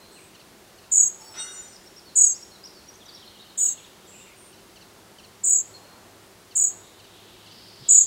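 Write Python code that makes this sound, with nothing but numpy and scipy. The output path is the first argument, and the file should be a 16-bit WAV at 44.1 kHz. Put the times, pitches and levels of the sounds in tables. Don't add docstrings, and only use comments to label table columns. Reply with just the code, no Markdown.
import sys
import numpy as np
from scipy import signal
from scipy.fft import rfft, irfft, next_fast_len
from scipy.io import wavfile

SR = 44100
rng = np.random.default_rng(int(sys.argv[2]) if len(sys.argv) > 2 else 0)


def master(y):
    cut = np.clip(np.atleast_2d(y).T, -1, 1)
    pcm = np.round(cut * 32767)
    wavfile.write(sys.argv[1], SR, pcm.astype(np.int16))


N = 355446
TIME = np.arange(N) / SR

# f/Hz, relative level/dB
AIR_TONE = [(15, -47), (25, -11), (99, -6), (129, -9), (193, -2), (274, -7.5), (389, -1.5), (433, -6),
            (871, -8), (2420, -15.5), (3000, -15.5), (4500, -16), (5280, -17.5), (8580, -20),
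            (15500, -26.5)]
# peak t/s, half length/s, rise/dB
BREEZE_GUSTS = [(1.3, 0.43, 2.2), (5.908, 0.26, 4.5), (6.76, 0.096, 4.5)]
# t/s, relative level/dB
HUM_LEVELS = [(0, -67), (1, -74), (3.8, -71), (5.0, -62), (8.05, -59)]
# t/s, length/s, f/Hz,
# width/Hz, level/dB
DISTANT_CALLS = [(.0, 0.26, 4160, 220, -57), (.11, 0.22, 8250, 700, -56), (4.06, 0.27, 7480, 650, -51.5),
                 (4.26, 0.12, 2280, 354, -57), (4.36, 0.2, 8900, 550, -55), (5.735, .058, 4270, 170, -49),
                 (5.74, 0.32, 4255, 131, -60), (6.78, 0.52, 3730, 400, -59.5),
                 (7.05, .99, 3450, 1350, -55.5), (7.45, 0.99, 4780, 810, -52.5),
                 (7.82, 0.29, 3700, 970, -49)]
# t/s, length/s, slide name, f/Hz near the note's top, level/dB
SONG_NOTES = [(0.153, 0.049, "dive", 3160, -54), (1.677, 0.014, "rise", 6300, -51),
              (1.726, 0.047, "arch", 5800, -47), (1.859, 0.025, "flat", 5600, -49.5),
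              (1.96, 0.041, "arch", 5800, -46), (2.053, 0.058, "droop", 4620, -51),
              (2.242, 0.035, "rise", 5650, -45.5), (2.34, 0.038, "rise", 5800, -44),
              (2.425, .014, "flat", 5600, -41), (2.509, 0.064, "droop", 4450, -51),
              (2.633, 0.037, "rise", 5840, -42), (2.666, .016, "fall", 5700, -44),
              (2.752, 0.065, "droop", 4720, -52.5), (2.875, 0.04, "flat", 5750, -47.5),
              (2.938, .024, "flat", 6450, -50), (3.003, .036, "fall", 3900, -54.5),
              (3.056, .018, "droop", 6220, -52), (3.08, 0.024, "fall", 5320, -47),
              (3.133, .038, "arch", 5750, -46.5), (3.169, .025, "fall", 4200, -50),
              (3.219, 0.0283, "fall", 3560, -50), (3.24, 0.072, "flat", 4250, -53.5),
              (3.37, .049, "rise", 3900, -55), (3.442, 0.035, "rise", 3200, -53.5),
              (3.573, 0.045, "arch", 3820, -51.5), (3.681, 0.016, "flat", 4300, -47.5),
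              (3.772, 0.04, "arch", 3580, -51)]
SLIDES = {"rise": (.79, .93, 1), "arch": (.83, 0.97, .77), "fall": (0.98, .88, 0.787),
          "droop": (0.97, 0.94, .82), "flat": (0.96, 1, 0.94), "dive": (1, .83, 0.682)}
# t/s, level/dB
CHIP_PAIRS = [(0.343, -59), (.777, -60.5), (4.525, -60), (4.757, -57), (5.183, -57), (6.508, -57.5),
              (6.989, -58), (7.457, -57.5), (7.857, -58)]
# multiple of the pitch, relative level/dB
CHIP_OVERTONES = [(2, 5), (3, 4.5), (4, -1.5), (5, -9.5)]
# t/s, length/s, starting warble length/s,
# slowing/(s per warble squared), low voice f/Hz, high voice f/Hz, low level/dB, high level/dB,
# low voice's peak as a share of the length, octave gain/dB, gain into the wood/dB
BEGGING_CALLS = [(0.9112, 0.18, 0.017, .0015, 6737, 7865, -14.5, -19, 0.4, -32, 1),
                 (2.152, 0.19, 0.016, .0015, 6680, 7906, -13.5, -16, 0.26, -34.5, -1.5),
                 (3.5713, 0.17, .0172, .0012, 6710, 7900, -21, -21.5, 0.31, -25, -0.5),
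                 (5.432, 0.19, .0203, .0009, 6870, 7820, -18, -17, 0.38, -29.5, -1),
                 (6.5492, 0.17, .0182, 0.00141, 6815, 7830, -17, -20, 0.16, -29, 3),
                 (7.8817, 0.17, 0.019, 0.0015, 6790, 7685, -11.5, -13, 0.32, -34.5, 2.5)]
# f/Hz, gain/dB
THROAT_TONE = [(5000, -5), (6150, -7.5), (6500, -1.5), (6900, 2), (7200, -2), (7550, -3), (7950, 0.5),
               (8300, -4.5), (9000, -2.5), (13500, 0)]
# t/s, length/s, f/Hz, width/Hz, level/dB
METAL_SCRAPES = [(1.19, 0.25, 5400, 170, -51.5), (1.2, 0.29, 7830, 170, -55), (1.22, .1, 4580, 87, -55),
                 (1.19, 0.19, 10600, 430, -63), (1.19, .2, 15150, 300, -65), (1.18, .16, 880, 30, -58),
                 (1.335, 0.3, 1430, 310, -53), (1.335, 0.11, 2580, 4900, -46.5)]
# f/Hz, level/dB, time to fade 60 dB/s, swell time/s
METAL_TONES = [(880, -56, .7, .03), (1390, -54, .6, .03), (1475, -50, .9, .03), (1841, -55, 1.2, .04),
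               (2051, -52, .9, .03), (2110, -55, .7, .03), (2815, -51, .7, .06), (2864, -52, .7, .06),
               (3381, -49, .6, .04), (3731, -39.5, 1.1, .045), (4382, -47.5, .6, .05),
               (5662, -44, 1.0, .06), (5894, -41, .4, .05), (5918, -34, .75, .06), (7051, -38, 1.1, .11),
               (8176, -38.5, .9, .06), (10450, -54, .5, .1), (10590, -54, .7, .1)]
# start t/s, end t/s
SOFT_RUNS = [(3.05, 3.33), (3.39, 3.5), (3.58, 3.7), (3.77, 3.87), (4.06, 4.26)]
SOFT_SLIDES = ["fall", "dive", "arch"]


def from_db(db):
    return 10 ** (np.asarray(db) / 20)


def rms_one(x):
    return x / np.sqrt(np.mean(x ** 2) + 1e-20)


def add(out, s, sound):
    at = max(int(s * SR), 0)
    out[at:at + len(sound)] += sound[:max(N - at, 0)]


def drift(t, rate):
    points = rng.standard_normal(4096)
    return np.interp(t * rate, np.arange(len(points)), points)


def fade(t, length, rise, fall):
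    fade_in = np.sin(np.pi / 2 * np.clip(t / rise, 0, 1))
    return fade_in * np.sin(np.pi / 2 * np.clip((length - t) / fall, 0, 1))


def phase_of(hz):
    return 2 * np.pi * np.cumsum(hz) / SR


def noise_band(hz, width, size):
    edges = np.clip([hz - width / 2, hz + width / 2], 10, .45 * SR)
    band = signal.butter(2, edges, "band", fs=SR, output="sos")
    return rms_one(signal.sosfilt(band, rng.standard_normal(size)))


def colour(x, points):
    hz, db = np.transpose(points)
    size = next_fast_len(N + SR)
    bins = np.maximum(np.arange(size // 2 + 1) * SR / size, 1)
    return irfft(rfft(x, size) * from_db(np.interp(np.log(bins), np.log(hz), db)), size)[:N]


def echoes(x, fade_s, db, delay_s):
    t = np.arange(SR) / SR
    bounces = rng.standard_normal(SR) * from_db(-60 * t / fade_s) * (t > delay_s)
    return from_db(db) * signal.fftconvolve(x, bounces / np.linalg.norm(bounces))[:N]


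def breeze(rush_db=-51, calm_db=-1.06):
    rush = from_db(rush_db) * rms_one(colour(rng.standard_normal(N), AIR_TONE))
    middle = signal.sosfilt(signal.butter(1, [450, 1500], "band", fs=SR, output="sos"), rush)
    middle_db = calm_db + sum(db * np.exp(-((TIME - s) / half) ** 2) for s, half, db in BREEZE_GUSTS)
    return rush + (from_db(middle_db) - 1) * middle


def hum(hz=104.5, waver_hz=1.97, gain_db=-3.5, drone_db=-66):
    level = from_db(np.interp(TIME, *np.transpose(HUM_LEVELS)) + gain_db)
    tone = rms_one(np.sin(phase_of(hz + waver_hz * drift(TIME, 4.4))))
    return level * tone + from_db(drone_db) * noise_band(hz=360, width=80, size=N)


def blurred_sounds(rows, rise, fall):
    out = np.zeros(N)
    for s, length, hz, width, db in rows:
        progress = np.linspace(0, 1, int(length * SR))
        noise = noise_band(hz, width, size=2 * SR)[:len(progress)]
        add(out, s, from_db(db) * fade(progress, 1, rise, fall) * noise)
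    return out


def songbird(notes, quaver_hz=30, flutter_db=4.0):
    out = np.zeros(N)
    for s, length, slide, hz, db in notes:
        progress = np.linspace(0, 1, int(length * SR))
        pitch = hz * np.polyval(np.polyfit([0, .5, 1], SLIDES[slide], 2), progress)
        tone = np.sin(phase_of(pitch + quaver_hz * drift(progress * length, 430)))
        level = from_db(db + flutter_db * drift(progress * length, 227))
        add(out, s, level * fade(progress, 1, rise=.18, fall=.25) * tone)
    return out


def chipping_bird(length_s=0.0256, gap_s=.052, start_hz=1610, end_hz=1270, uneven_db=3.0):
    out, progress = np.zeros(N), np.linspace(0, 1, int(length_s * SR))
    pitch = start_hz + (end_hz - start_hz) * progress
    for s, first_db in CHIP_PAIRS:
        for start, db in ((s, first_db), (s + gap_s, first_db - 1)):
            phase = phase_of(pitch * (1 + .018 * rng.standard_normal()))
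            chip = sum(from_db(overtone_db + uneven_db * drift(progress, 5.9)) * np.sin(k * phase)
                       for k, overtone_db in CHIP_OVERTONES)
            add(out, start, from_db(db) * fade(progress, 1, rise=.18, fall=.25) * chip)
    return out


def voice_bend(t, length, warbles, swoop, sag, drop):
    return 1 + swoop * np.exp(-t / .005) - sag * (warbles - 3.5) - drop * np.exp((t - length) / .014)


def young_bird(warble_hz=386, jitter_hz=65, flutter_db=2.0, effort_db=27):
    direct, into_wood = np.zeros((2, N))
    for s, length, first, slowing, low_hz, high_hz, low_db, high_db, peak, octave_db, wood_db \
            in BEGGING_CALLS:
        t = np.arange(int(length * SR)) / SR
        warbles = (np.sqrt(first ** 2 + 4 * slowing * t) - first) / (2 * slowing)
        turn = 2 * np.pi * warbles
        depth = warble_hz * (1 - .5 * np.exp(-t / .0082)) * np.exp(-t / .2)
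        swing = depth * np.cos(turn - .45 * (1 - np.cos(turn))) * (1 + .17 * drift(warbles, .92))
        low_pitch = low_hz * voice_bend(t, length, warbles, swoop=.11, sag=.0098, drop=.029)
        high_pitch = high_hz * voice_bend(t, length, warbles, swoop=.042, sag=.015, drop=.023)
        low_phase = phase_of(low_pitch + swing + jitter_hz * drift(t, 700.4))
        high_phase = phase_of(high_pitch + 1.215 * swing + jitter_hz * drift(t, 700))
        past_peak = t / length - peak
        low_arch_db = low_db - effort_db * past_peak ** 2
        high_arch_db = high_db - effort_db * (past_peak - .11) ** 2
        low = from_db(low_arch_db + 3 * np.cos(turn - .6) + flutter_db * drift(t, 520))
        high = from_db(high_arch_db + .1 * np.cos(turn) + flutter_db * drift(t, 520))
        voices = low * np.sin(low_phase) + high * np.sin(high_phase)
        both = np.sqrt(low * high)
        octaves = .88 * low * np.sin(2 * low_phase) + .4 * high * np.sin(2 * high_phase)
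        sum_tone = .706 * both * np.sin(low_phase + high_phase)
        sides = both * (np.sin(2 * high_phase - low_phase) + 1.63 * np.sin(2 * low_phase - high_phase))
        bill_opening = fade(t, length, rise=.013, fall=.011) ** 2
        call = (voices + from_db(octave_db) * (octaves + sum_tone) + from_db(-33) * sides) * bill_opening
        add(direct, s, call)
        add(into_wood, s, from_db(wood_db) * call)
    return colour(direct, THROAT_TONE), colour(into_wood, THROAT_TONE)


def ringing_metal(start_s=1.345, free_s=0.29, damped_fade_s=0.7, waver_db=4.5):
    out, t = np.zeros(N), np.arange(SR) / SR
    damping_db = 60 * np.maximum(t - free_s, 0) / damped_fade_s
    for hz, db, fade_s, swell_s in METAL_TONES:
        ring_db = db - 60 * np.maximum(t - swell_s, 0) / fade_s - damping_db
        level = from_db(ring_db + waver_db * drift(t, 34.8)) * np.minimum(t / swell_s, 1) ** 2
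        add(out, start_s, level * np.sin(2 * np.pi * hz * t))
    return out


def twitter_notes(note_s=0.045, per_s=26, hz=4190, start_db=-55):
    notes = []
    for s in np.concatenate([np.arange(start, end, 1 / per_s) for start, end in SOFT_RUNS]):
        late, higher = rng.uniform(-0.88, 1, 2)
        elapsed = s - SOFT_RUNS[0][0]
        pitch = hz * 2 ** (.38 * higher - .35 * elapsed)
        db = start_db - 2.5 * elapsed
        notes.append((s + .5 * late / per_s, note_s, rng.choice(SOFT_SLIDES), pitch, db))
    return notes


def wing_flick(start_s=7.8, length_s=0.047, hz=132, db=-44):
    t = TIME - start_s
    return from_db(db) * fade(t, length_s, length_s / 2, length_s / 2) * np.sin(2 * np.pi * hz * t)


def scene():
    begging, into_wood = young_bird()
    begging += echoes(begging, fade_s=0.018, db=-9.5, delay_s=0.0017)
    begging += echoes(into_wood, fade_s=0.18, db=-13.5, delay_s=0.0023)
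    begging += echoes(into_wood, fade_s=0.59, db=-24.5, delay_s=0.034)
    song, chips = songbird(SONG_NOTES + twitter_notes()), chipping_bird()
    dull_song = signal.sosfilt(signal.butter(3, 4540, fs=SR, output="sos"), song)
    song += echoes(dull_song, fade_s=0.97, db=0.5, delay_s=0.0073)
    chips += echoes(chips, fade_s=0.6, db=-8.5, delay_s=0.0069)
    metal = ringing_metal() + blurred_sounds(METAL_SCRAPES, rise=0.11, fall=0.53)
    metal += echoes(metal, fade_s=1.26, db=-10, delay_s=0.013)
    far_calls = blurred_sounds(DISTANT_CALLS, rise=0.15, fall=0.66)
    return (breeze() + hum() + far_calls + song + chips + begging + metal + wing_flick())[None]


def record(dry, low_cut_hz=34, ceiling=0.88, high_cut_hz=15750):
    thinned = signal.sosfilt(signal.butter(2, low_cut_hz, "high", fs=SR, output="sos"), dry)
    rounded = thinned / (1 + (thinned / ceiling) ** 8) ** (1 / 8)
    return signal.sosfilt(signal.ellip(12, .1, 90, high_cut_hz, fs=SR, output="sos"), rounded)


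dry = scene()
out = record(dry)
master(out)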